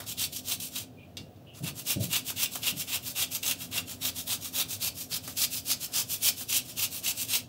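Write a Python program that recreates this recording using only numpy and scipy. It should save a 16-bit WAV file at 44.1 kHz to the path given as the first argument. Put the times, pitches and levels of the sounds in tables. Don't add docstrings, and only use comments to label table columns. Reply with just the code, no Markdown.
import sys
import numpy as np
from scipy import signal
from scipy.fft import rfft, irfft
from scipy.io import wavfile
from scipy.ndimage import uniform_filter1d

SR = 44100
rng = np.random.default_rng(int(sys.argv[2]) if len(sys.argv) > 2 else 0)


def inscribe(sig):
    pcm = np.round(np.clip(np.atleast_2d(sig).T, -1, 1) * 32767)
    wavfile.write(sys.argv[1], SR, pcm.astype(np.int16))


N = 329868
T = np.arange(N) / SR


def undb(db):
    return 10 ** (np.asarray(db) / 20)


def unit(x):
    return x / np.sqrt(np.mean(x ** 2))


def colour(x, shape, size=4096):
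    hz, db = np.transpose(shape)
    f = np.maximum(np.arange(size // 2 + 1) * SR / size, 1)
    log_gain = np.interp(np.log(f), np.log(hz), db) * np.log(10) / 20
    cepstrum = irfft(log_gain)
    cepstrum[1:size // 2] *= 2
    cepstrum[size // 2 + 1:] = 0
    impulse = irfft(np.exp(rfft(cepstrum)))
    return signal.fftconvolve(x, impulse)[:N]


def mode(x, hz, t60):
    radius = np.exp(-np.log(1000) / (t60 * SR))
    angle = 2 * np.pi * hz / SR
    return signal.lfilter([0, np.sin(angle)], [1, -2 * radius * np.cos(angle), radius * radius], x)


def walk(rate):
    hold = int(SR / rate)
    steps = rng.standard_normal(N // 20)[np.arange(N) // hold]
    return unit(uniform_filter1d(uniform_filter1d(steps, hold), hold))


def burst(s, db, t60, held=0.):
    fading = np.clip(T - s - held, 0, 2)
    return np.where(T >= s, undb(db - 60 * fading / t60), 0)


def hum(hz, width):
    return unit(mode(rng.standard_normal(N), hz, np.log(1000) / (np.pi * width)))


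# frequency in Hz, relative density in dB per Hz.
RUMBLE_COLOUR = [(25, -38), (50, -31), (100, 0.5), (200, -10), (400, -13.5), (720, -13.5), (850, -25),
                 (1600, -32.5), (2060, -36), (2750, -31.5), (9200, -44), (14800, -38), (16000, -30)]
# frequency in Hz, width in Hz, mean level in dB.
DRONES = [(95.7, 9, -57.5), (116, 39, -59), (170.6, 6.1, -61.5), (258.3, 15.5, -55)]
# time in seconds, level in dB, of which only the changes count.
DRONE_SWELL = [(0.0, -47.5), (1.45, -55.5), (2.05, -50), (3.2, -53.5), (3.6, -47.5), (6.4, -53),
               (7.48, -51)]
RUMBLE_DB = -52


def rumble():
    steady = unit(colour(rng.standard_normal(N), RUMBLE_COLOUR, size=16384)) * undb(RUMBLE_DB)
    s, swell_db = np.transpose(DRONE_SWELL)
    swell = undb(np.interp(T, s, swell_db - swell_db.mean()))
    drones = sum(undb(db) * hum(hz, width) for hz, width, db in DRONES)
    return steady + drones * swell


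# start (teeth bite) in seconds, length in ms, hiss level in dB before mixing.
STROKES = [(-.028, 74, -51), (.069, 65, -33.5), (.187, 77.6, -26), (.330, 71, -33.5), (.460, 92, -27.5),
           (.607, 77, -33.5), (.729, 102, -33.5), (1.545, 60, -48.5), (1.638, 68.4, -35.5),
           (1.758, 66, -36.5), (1.869, 74.7, -26.5), (2.005, 70, -32.5), (2.112, 82.5, -28.5),
           (2.255, 65, -31), (2.377, 84, -25), (2.519, 68, -33), (2.633, 80, -27), (2.768, 71, -30.5),
           (2.889, 85, -27), (3.037, 81, -32.5), (3.168, 80, -25), (3.315, 67, -31.5), (3.444, 84.5, -27),
           (3.590, 75, -35), (3.727, 78, -30), (3.873, 75, -35), (4.023, 77, -26.5), (4.156, 72, -32),
           (4.279, 82.4, -26), (4.417, 77, -33), (4.544, 84, -25.5), (4.692, 70, -31.5),
           (4.815, 78.5, -26.5), (4.960, 93, -34.5), (5.110, 72, -30.5), (5.238, 92, -38.5),
           (5.378, 76, -21), (5.516, 79.5, -29.5), (5.667, 71.5, -23), (5.806, 64, -31.5), (5.939, 82, -24),
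           (6.090, 77, -29.5), (6.227, 78, -19.5), (6.373, 67, -33), (6.502, 91.4, -20.5), (6.656, 75, -37),
           (6.780, 81, -24), (6.915, 82, -32), (7.043, 79, -24), (7.169, 84, -30), (7.294, 92, -24)]
# time in seconds, favoured mode in Hz,
# ring of a usual push in dB before mixing, its low rasp in dB before mixing.
GRIP = [(0, 4070, -23.5, -43.5), (.9, 3570, -37, -46), (1.7, 2960, -27, -42.5), (2.4, 2960, -22, -40.5),
        (3.85, 3020, -26, -37.5), (4.0, 3560, -26.5, -39.5), (4.65, 3700, -28, -38.5),
        (4.85, 4540, -28.5, -42), (6.0, 5470, -25.5, -40), (6.27, 4130, -38, -41),
        (6.5, 2930, -27.5, -41.5), (7.48, 2700, -26, -41.5)]
PUSH_SPEEDUP, RETURN_SPEEDUP = 0.65, 0.53
RETURN_RASP_DB, RETURN_RING_DB = -8.5, -9.5
USUAL_DB, RASP_FOLLOWS, RING_FOLLOWS = -27.5, 0.15, 0.77


def strokes(ramp_db=5.5, bite=6, shape=2.23):
    hiss, rasp, ring = np.zeros((3, N))
    grip_s, _, grip_ring_db, grip_rasp_db = np.transpose(GRIP)
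    for k, (start, length, db) in enumerate(STROKES):
        back = k % 2
        speedup = RETURN_SPEEDUP if back else PUSH_SPEEDUP
        rise, fall = speedup * length, (1 - speedup) * length
        s = start + rise / 1000
        near = slice(max(int((s - .15) * SR), 0), int((s + .15) * SR))
        t = (T[near] - s) * 1000
        early, late = np.maximum(-t / rise, 0), np.maximum(t / fall, 0)
        gain = undb(-ramp_db * early - (8.5 - ramp_db) * early ** bite - 10 * late ** shape)
        above_db = db - USUAL_DB
        rasp_db = np.interp(s, grip_s, grip_rasp_db) + back * RETURN_RASP_DB + RASP_FOLLOWS * above_db
        ring_db = np.interp(s, grip_s, grip_ring_db) + back * RETURN_RING_DB + RING_FOLLOWS * above_db
        hiss[near] += gain * undb(db)
        rasp[near] += gain * undb(rasp_db)
        ring[near] += gain * undb(ring_db)
    return hiss, rasp, ring


# time in seconds, crack in dB and low knock in dB, before mixing.
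SNAGS = [(0.002, -58, -36.5), (0.327, -35.5, -68), (0.601, -29.5, -67), (0.758, -29, -47),
         (0.783, -31.9, -65), (1.677, -36, -51), (2.129, -27, -44), (2.159, -28, -39), (2.3, -39, -33.5),
         (2.43, -25, -58), (2.554, -48, -32.5), (3.222, -33, -52), (3.43, -26, -64), (3.463, -27, -53),
         (3.478, -21.5, -54), (3.495, -43, -48), (3.511, -23.5, -41), (3.778, -30, -59), (4.028, -38, -57),
         (4.446, -34.2, -47), (5.277, -45, -33), (6.227, -34, -60), (6.38, -44, -66), (6.409, -42, -42)]
SNAG_T60_S, KNOCK_T60_S = .035, 0.071


def pressure():
    judder = undb(0.4 * walk(35) + 1.26 * walk(70) + 1.43 * walk(250))
    hiss, rasp, ring = (force * judder for force in strokes())
    for s, crack_db, knock_db in SNAGS:
        crack = uniform_filter1d(burst(s, crack_db, SNAG_T60_S), size=200)
        hiss = hiss + 1.02 * crack
        ring = ring + 0.9 * crack
        rasp = rasp + burst(s, knock_db, KNOCK_T60_S)
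    return hiss, rasp, ring


def clicks(share, spread_db):
    hit = rng.random(N) < share
    return unit(hit * rng.standard_normal(N) * undb(spread_db * rng.exponential(size=N)))


# frequency in Hz, relative level in dB, longest t60 in seconds.
PLATE_MODES = [(2300, -11, .12), (2790, -7, .2), (2880, -8, .08), (3300, -5, .08), (3540, -1, .11),
               (3790, -2, .08), (4000, -7, .09), (4460, -3, .1), (4870, -6, .09), (5140, -4, .09),
               (5850, -7, .08), (6310, -9, .11), (7250, -8, .07), (8530, -9, .07), (11900, -10, .04)]
REACH = .25


def plate(force, longest_t60, favoured_hz=None, drop_db=14):
    ringing = 0
    for hz, db, t60 in PLATE_MODES:
        feed = 1
        if favoured_hz is not None:
            distance = np.log(hz / favoured_hz) / REACH
            feed = undb(-drop_db * np.tanh(distance ** 2))
        ringing = ringing + undb(db) * mode(force * feed, hz, min(t60, longest_t60))
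    return ringing


def shimmer(force, t60, wander_db, count=64):
    centres = np.linspace(2400, 15600, count) + 25 * rng.standard_normal(count)
    return sum(mode(force * undb(wander_db * walk(18)), hz, t60) for hz in centres)


def radiate(x, edge_hz=2300):
    return signal.sosfilt(signal.butter(4, edge_hz, "high", fs=SR, output="sos"), x)


# frequency in Hz, relative density in dB per Hz.
CRUMB_COLOUR = [(900, -49.5), (1500, -10), (1950, -8), (2700, -3), (4200, -4), (6640, -1.5), (8500, -1),
                (9370, -4), (11800, 1), (14500, -0.5), (15800, 2)]
# frequency in Hz, relative density in dB per Hz.
RASP_COLOUR = [(400, -5.5), (650, 0), (950, -1), (1250, 0), (1650, -2.5), (2300, -7.5)]
BAR_T60_S, FREE_END_T60_S = .012, .1


def grating():
    hiss, rasp, ring = pressure()
    hiss = hiss + undb(-20) * uniform_filter1d(hiss, size=7000)
    bright = hiss * unit(colour(clicks(.5, 1.), CRUMB_COLOUR))
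    low = undb(-1.0) * rasp * unit(colour(clicks(0.56, 0.52), RASP_COLOUR))
    rasp_drag = undb(-16) * uniform_filter1d(rasp, size=7000) * undb(4 * walk(12))
    low = low + rasp_drag * unit(colour(clicks(.5, 0.69), RASP_COLOUR))
    sheet = shimmer(bright, .016, 3.3)
    bites = ring * undb(3 * walk(70)) * clicks(.2, 1.)
    grip_s, favoured_hz = np.transpose(GRIP)[:2]
    ringing = plate(bites, BAR_T60_S, np.interp(T, grip_s, favoured_hz))
    ringing = ringing + undb(-27) * plate(bites, FREE_END_T60_S)
    return undb(-8.5) * bright + low + radiate(undb(-39.0) * sheet + undb(-24.5) * ringing)


# start in seconds, length in seconds, centre in Hz, width in Hz, level in dB.
SQUEAKS = [(.975, .1, 2410, 110, -59), (.985, .1, 2850, 700, -62), (1.468, .11, 2900, 400, -57)]


def squeaks():
    out = 0
    for s, length, hz, width, db in SQUEAKS:
        swell = uniform_filter1d(burst(s, db, 2 * length, .6 * length), 500)
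        edges = signal.butter(2, [hz - width / 2, hz + width / 2], "band", fs=SR, output="sos")
        out = out + swell * unit(signal.sosfilt(edges, rng.standard_normal(N)))
    return out


# time in seconds, strength in dB before mixing.
TAPS = [(1.17, -29.5), (1.36, -61), (1.548, -47)]
# frequency in Hz, relative density in dB per Hz.
TAP_COLOUR = [(500, -6), (1900, -11), (2600, -4), (5000, -6), (8500, -12), (10000, -16), (15800, -17)]


def taps():
    force = np.zeros(N)
    for s, db in TAPS:
        force[int(s * SR)] = undb(db)
    envelope = sum(burst(s, db, 0.21) for s, db in TAPS)
    crack = envelope * unit(colour(rng.standard_normal(N), TAP_COLOUR))
    return radiate(undb(-8) * plate(force, 1)) + undb(-15) * crack


# start in seconds, level in dB, hold in seconds,
# t60 in seconds.
THUDS = [(1.19, -44.5, 0.028, 0.26), (1.605, -37.5, 0.057, 0.43), (1.96, -28.5, 0.047, 0.32),
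         (2.07, -51, 0.05, 0.62), (2.722, -43.5, 0.06, 0.25)]
# frequency in Hz, relative density in dB per Hz.
THUD_COLOUR = [(29, -98), (50, -48), (102, -4.5), (167, -4), (249, -17.5), (289, -14), (432, -25.5),
               (653, -23), (1000, -64), (1300, -87), (2200, -120)]


def thuds():
    envelope = sum(uniform_filter1d(burst(s, db, t60, held), 300) for s, db, held, t60 in THUDS)
    return envelope * unit(colour(rng.standard_normal(N), THUD_COLOUR, size=16384))


ROOM_T60_S, ROOM_DB, ROOM_HZ = 0.22, -7.5, 5150


def room(near):
    t = T[:SR // 2]
    tail = rng.standard_normal(len(t)) * undb(-60 * t / ROOM_T60_S) * (t > .004)
    tail = unit(tail) / np.sqrt(len(t))
    return signal.lfilter(*signal.butter(1, ROOM_HZ, fs=SR), signal.fftconvolve(near, tail)[:N])


def scene():
    near = grating() + taps()
    return (near + undb(ROOM_DB) * room(near) + squeaks() + rumble() + thuds())[None]


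TOP_HZ = 15720


def record(dry):
    dry = signal.sosfilt(signal.butter(3, 58, "high", fs=SR, output="sos"), dry)
    return signal.sosfilt(signal.ellip(12, .2, 70, TOP_HZ, fs=SR, output="sos"), dry)


dry = scene()
out = record(dry)
inscribe(out)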